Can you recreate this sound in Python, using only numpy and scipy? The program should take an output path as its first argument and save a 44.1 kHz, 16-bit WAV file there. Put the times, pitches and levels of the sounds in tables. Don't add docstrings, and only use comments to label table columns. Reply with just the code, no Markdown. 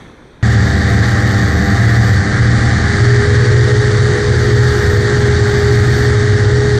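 import sys
import numpy as np
from scipy import signal
from scipy.fft import next_fast_len
from scipy.io import wavfile
from scipy.ndimage import uniform_filter1d

SR = 44100
rng = np.random.default_rng(int(sys.argv[2]) if len(sys.argv) > 2 else 0)


def unload_audio(sound):
    columns = np.transpose(np.atleast_2d(sound))
    steps = np.round(np.clip(columns, -1, 1) * 32767)
    wavfile.write(sys.argv[1], SR, steps.astype(np.int16))


def voltage_ratio(level):
    return 10 ** (np.asarray(level, float) / 20)


N = 299439
TIME = np.arange(N) / SR

GEAR, BLADES = 2.575, 3
# (t/s, f/Hz)
SPEED = [(0.43, 98.8), (1.35, 98.8), (1.7, 98.5), (2.25, 99.5), (2.75, 100.3), (3.15, 102.2), (3.5, 104.4),
         (4.05, 104.2), (5.55, 102.7), (6.3, 103.7), (6.79, 103.5)]
# (middle t/s, length/s, level/dB)
LULLS = [(0.753, 0.23, -9.5), (1.2, .2, -1.5), (1.57, 0.32, -13.5), (2.25, 0.17, -15), (2.834, 0.25, -10),
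         (3.264, 0.11, -13), (4.252, 0.37, -7), (4.976, .22, -11), (5.225, 0.033, -6), (5.5, 0.49, -8),
         (6.35, 0.54, -7.5)]
# (middle t/s, length/s, level/dB)
SLACK = [
    (3.98, 0.24, -6),
    (6.33, .4, -12),
]


def curve(rows, column):
    rows = np.asarray(rows)
    return np.interp(TIME, rows[:, 0], rows[:, column])


def bells(rows):
    return sum(db * np.exp(-(2 * (TIME - middle) / length) ** 2) for middle, length, db in rows)


def blend(low_db, high_db, throttle):
    return low_db + throttle * (high_db - low_db)


def evened(x):
    return x / np.sqrt(np.mean(abs(x) ** 2) + 1e-20)


def drift(hz):
    rate = 500
    count = next_fast_len(N * rate // SR + 2)
    f = np.fft.fftfreq(count, 1 / rate)
    white = rng.standard_normal((count, 2)) @ [1, 1j]
    slow = np.fft.ifft(white / (1 + (f / hz) ** 2))
    return evened(np.interp(TIME * rate, np.arange(count), slow))


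def noise(spectrum, patchy_db, size=1024):
    hz = np.fft.rfftfreq(size, 1 / SR)
    f, db = np.transpose(spectrum)
    shape_db = np.interp(np.log(hz + 1), np.log(f + 1), db, left=-120, right=-120)
    a, b, patches = rng.standard_normal((4 * N // size + 5, len(hz), 3)).T
    patches = uniform_filter1d(patches, size=10, axis=0)
    patches = evened(uniform_filter1d(patches, size=12, axis=1))
    z = (a + 1j * b) * voltage_ratio(shape_db[:, None] + patchy_db * patches)
    return evened(signal.istft(z, nperseg=size, noverlap=3 * size // 4)[1][:N])


def tone(turns, db, rough, wobble_hz):
    size = (1 + rough * drift(wobble_hz)) / np.sqrt(1 + rough ** 2)
    spin = np.exp(2j * np.pi * (turns + rng.random()))
    return np.sqrt(2) * voltage_ratio(db) * (size * spin).real


def pulling():
    pull = uniform_filter1d(np.gradient(curve(SPEED, column=1)) * SR, size=SR // 3)
    return np.tanh(np.maximum(pull, 0) / 3.2)


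def rolling():
    return np.maximum(TIME - 5.63, 0)


def engine(crank, throttle):
    # (engine order, level at low throttle/dB, level at high throttle/dB)
    exhaust_orders = [(1, -18, -17), (2, -21.5, -32), (3, -26.5, -36.5), (4, -32.0, -19.0), (5, -31, -42.5),
                      (6, -46.5, -41.5), (7, -37.5, -56.5), (8, -35.5, -42), (9, -71, -49), (10, -60, -47),
                      (11, -45, -53), (12, -41.5, -41.5), (13, -43, -39.5), (14, -41, -41.5),
                      (15, -58.5, -46.5), (16, -57, -57), (17, -63, -48), (18, -36.5, -32.5),
                      (19, -30, -55), (20, -34.5, -47.5)]
    # (middle t/s, length/s, level/dB)
    rasps = [
        (1.75, 1.0, 5),
        (2.6, 0.68, 0.5),
        (4.9, 1.0, 2.5),
    ]
    rasp_from = 7
    firing_rise = .35
    out = tone(4 * crank, frame_db(), rough=.2, wobble_hz=4)
    for order, low_db, high_db in exhaust_orders:
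        if order == 4:
            continue
        db = blend(low_db, high_db, throttle)
        rough, wobble_hz = .12 + .055 * order, 3 + .25 * order + .02 * order ** 2
        if order == 1:
            rough, wobble_hz = 1.2, 6
            db = db - firing_rise * bells(SLACK)
        if order >= rasp_from:
            db = db + bells(rasps)
        out += tone(order * crank, db, rough, wobble_hz)
    return out


def frame_db():
    sing_hz, sing_width_hz = 101.05, .4
    mute_db, sing_db, droop_db_per_hz = -30.5, -16.5, -1.26
    above_hz = curve(SPEED, column=1) - sing_hz
    caught = .5 + .5 * np.tanh(above_hz / sing_width_hz / 2)
    null_db = -10 * np.exp(-((above_hz + .65) / .35) ** 2)
    droop_db = droop_db_per_hz * np.maximum(above_hz - 1.5, 0)
    return mute_db + null_db + caught * (sing_db - mute_db + droop_db)


def propeller(crank, throttle):
    # (shaft order, level at low throttle/dB, level at high throttle/dB)
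    shaft_orders = [(1, -38, -40), (2, -19, -19), (6, -34, -33.5), (9, -42.5, -33.5), (12, -38.5, -34.5),
                    (15, -62, -52.5), (18, -46, -65)]
    # (engine order, blade passes, level at low throttle/dB, level at high throttle/dB)
    mixed_orders = [
        (3, -1, -26.5, -34),
        (1, 0.95, -32, -33),
    ]
    sum_rise = 0.35
    shaft = crank / GEAR
    out = tone(BLADES * shaft, -10.5 + bells(LULLS), rough=0.38, wobble_hz=3.8)
    chop_db = chop(throttle)
    for order, low_db, high_db in shaft_orders:
        db = blend(low_db, high_db, throttle)
        if order < BLADES:
            db = db + bells(SLACK)
        if order == 2 * BLADES:
            db = db + 7.5 * pulling()
        if order > 2 * BLADES:
            db = db + chop_db
        out += tone(order * shaft, db, rough=.4 + .08 * order, wobble_hz=3 + .3 * order)
    for order, passes, low_db, high_db in mixed_orders:
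        turns = order * crank + passes * BLADES * shaft
        db = blend(low_db, high_db, throttle) - (passes > 0) * sum_rise * bells(LULLS)
        out += tone(turns, db, rough=0.52, wobble_hz=10)
    return out


def chop(throttle):
    smooth_hz, smooth_width_hz = 100.9, 1.6
    even = np.exp(-((curve(SPEED, column=1) - smooth_hz) / smooth_width_hz) ** 2)
    return 3.5 + 2 * throttle - 15 * even - 5 * rolling()


def airflow(crank, throttle):
    # (f/Hz, level/dB per Hz)
    buffet_low = [(15, -20), (35, -20), (60, -12), (85, -9), (110, -2), (135, -6.5), (165, -9), (215, -10),
                  (260, -17), (400, -25.5), (470, -21.5), (545, -28), (800, -20), (960, -39.5)]
    # (f/Hz, level/dB per Hz)
    buffet_high = [(15, -39.5), (35, -15.5), (60, -10.5), (85, -2.5), (105, -5.5), (135, -4), (165, -17.5),
                   (260, -20.5), (350, -15.5), (420, -19), (480, -31.5), (560, -28.5), (830, -25),
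                   (920, -29.5)]
    # (f/Hz, level/dB per Hz)
    roar_shape = [(700, -40), (900, -22.5), (980, -14.5), (1220, -6.5), (1330, -8), (1480, -6.5),
                  (1580, 0.5), (1750, -0.5), (1870, 0), (1980, -4.5), (2100, -8), (2350, -16), (2620, -27),
                  (2900, -41.5)]
    # (f/Hz, level/dB per Hz)
    hiss_shape = [(2300, -31), (2680, -14), (2850, -8.5), (3480, -4), (3770, -0.5), (4020, -5), (4530, 0.5),
                  (5060, -7), (5970, -6.5), (7760, -11.5), (8750, -18), (9300, -16.5), (9900, -23.5),
                  (10700, -25.5)]
    # (f/Hz, level/dB per Hz)
    fizz_shape = [(11500, -20), (12000, -3), (12800, 0), (13600, -1), (14400, -3), (15000, -20)]
    blade = 2 * np.pi * BLADES * crank / GEAR
    puff = np.cos(blade) + 0.15 * np.cos(2 * blade + 2.9) + 0.091 * np.cos(blade / BLADES)
    gusts, flutter = drift(2).real, drift(90).real

    low = noise(buffet_low, 2.8, size=4096)
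    high = noise(buffet_high, 0.42, size=4096)
    mix = np.sqrt(1 - throttle) * low + np.sqrt(throttle) * high
    buffet = voltage_ratio(-16 + 0.49 * gusts + 0.091 * bells(SLACK)) * mix
    band = signal.butter(2, [440, 570], "band", fs=SR, output="sos")
    ripple = evened(signal.sosfilt(band, rng.standard_normal(N)))
    buffet += voltage_ratio(-41 + chop(throttle)) * ripple

    roar = evened(noise(roar_shape, 0.64) * voltage_ratio(0.23 * puff + 0.21 * gusts + 0.35 * flutter))
    pulse = voltage_ratio(1.55 * puff + 0.32 * gusts + 0.31 * flutter)
    hiss = evened(noise(hiss_shape, 0.81) * pulse)
    fizz = evened(noise(fizz_shape, 0.81) * pulse)

    roar_db = -22 + 0.071 * bells(LULLS) + 2 * pulling() - 2 * rolling()
    hiss_db = -30 + 1.5 * throttle + .1 * bells(LULLS) + 0.6 * pulling() - 0.9 * rolling()
    return buffet + voltage_ratio(roar_db) * roar + voltage_ratio(hiss_db) * hiss + gust_gain() * fizz


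def gust_gain():
    # (start t/s, length/s, level at the end/dB)
    cross_gusts = [
        (.2, 2.07, -50.5),
        (4.0, 0.45, -56),
        (4.28, 0.83, -49.5),
        (4.997, 0.4, -53),
        (5.296, .88, -50),
        (6.4, .25, -53),
    ]
    rise_s, fall_s, growth_db = .2, .14, 4.5
    out = voltage_ratio(-62.5) * np.ones(N)
    for start, length, db in cross_gusts:
        fade_in = (TIME - start) / rise_s
        fade_out = (start + length - TIME) / fall_s
        edge = np.clip(np.minimum(fade_in, fade_out), 0, 1)
        remaining = np.clip(1 - (TIME - start) / length, 0, 1)
        out += edge * voltage_ratio(db - growth_db * remaining)
    return out


def seat_camera(x):
    power = uniform_filter1d(uniform_filter1d(x ** 2, size=600), size=400)
    power_db = 10 * np.log10(power + 1e-9)
    over_db = uniform_filter1d(np.maximum(power_db + 10.0, 0), size=300)
    limited = x / voltage_ratio(.45 * over_db)
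    ceiling = 1.25
    return thinned(limited / (1 + (limited / ceiling) ** 4) ** .25)


def thinned(x):
    # (f/Hz, level/dB)
    treble_floor = [(8200, -90), (8500, -69), (9600, -69), (10600, -71), (10700, -50), (11900, -50),
                    (12000, -72), (14500, -72), (14600, -50)]
    longer = np.pad(x, (0, 2048), "reflect", reflect_type="odd")
    hz, _, z = signal.stft(longer, SR, window="cosine", nperseg=2048, noverlap=1024)
    f, db = np.transpose(treble_floor)
    strength = np.sqrt(uniform_filter1d(abs(z) ** 2, size=3, axis=0))
    z[strength < voltage_ratio(np.interp(hz, f, db, left=-200))[:, None]] = 0
    return signal.istft(z, SR, window="cosine", nperseg=2048, noverlap=1024)[1][:N]


def field():
    # (f/Hz, level/dB per Hz)
    far_shape = [(25, -8.5), (230, -4.5), (320, -7), (800, -19), (2100, -20), (2850, -35.5), (3400, -24.5),
                 (4300, -31), (5000, -43), (6000, -32), (7300, -47), (8500, -41), (10500, -51),
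                 (15400, -63.5)]
    # (t/s, level/dB)
    far_fade = [
        (0.0, -33.5),
        (0.15, -39),
        (0.406, -41.5),
        (0.41, -40),
    ]
    # (f/Hz, level/dB per Hz)
    breeze_shape = [(20, -1), (45, -2), (100, -4), (160, -14)]
    far = voltage_ratio(curve(far_fade, column=1)) * noise(far_shape, 1.4, size=2048)
    return far + voltage_ratio(-47.5) * noise(breeze_shape, 2.5, size=4096)


def scene():
    cut_s, splice_s = .4277, .0001
    cruise_hz, climb_hz = 97.96, 103.23
    crank_hz = curve(SPEED, column=1)
    hunt_hz = .12 * drift(2.94).real
    crank = np.cumsum(crank_hz + hunt_hz) / SR
    throttle = np.clip((crank_hz - cruise_hz) / (climb_hz - cruise_hz), 0, 1)
    seat = engine(crank, throttle) + propeller(crank, throttle) + airflow(crank, throttle)
    after = np.clip((TIME - cut_s) / splice_s, 0, 1)
    return ((1 - after) * field() + after * seat_camera(seat))[None]


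def band_limit(x):
    return signal.sosfilt(signal.butter(12, 15250, fs=SR, output="sos"), x)


def record(dry):
    fade = np.clip((TIME[-1] - TIME) / .003, 0, 1)
    return band_limit(dry * fade)


dry = scene()
out = record(dry)
unload_audio(out)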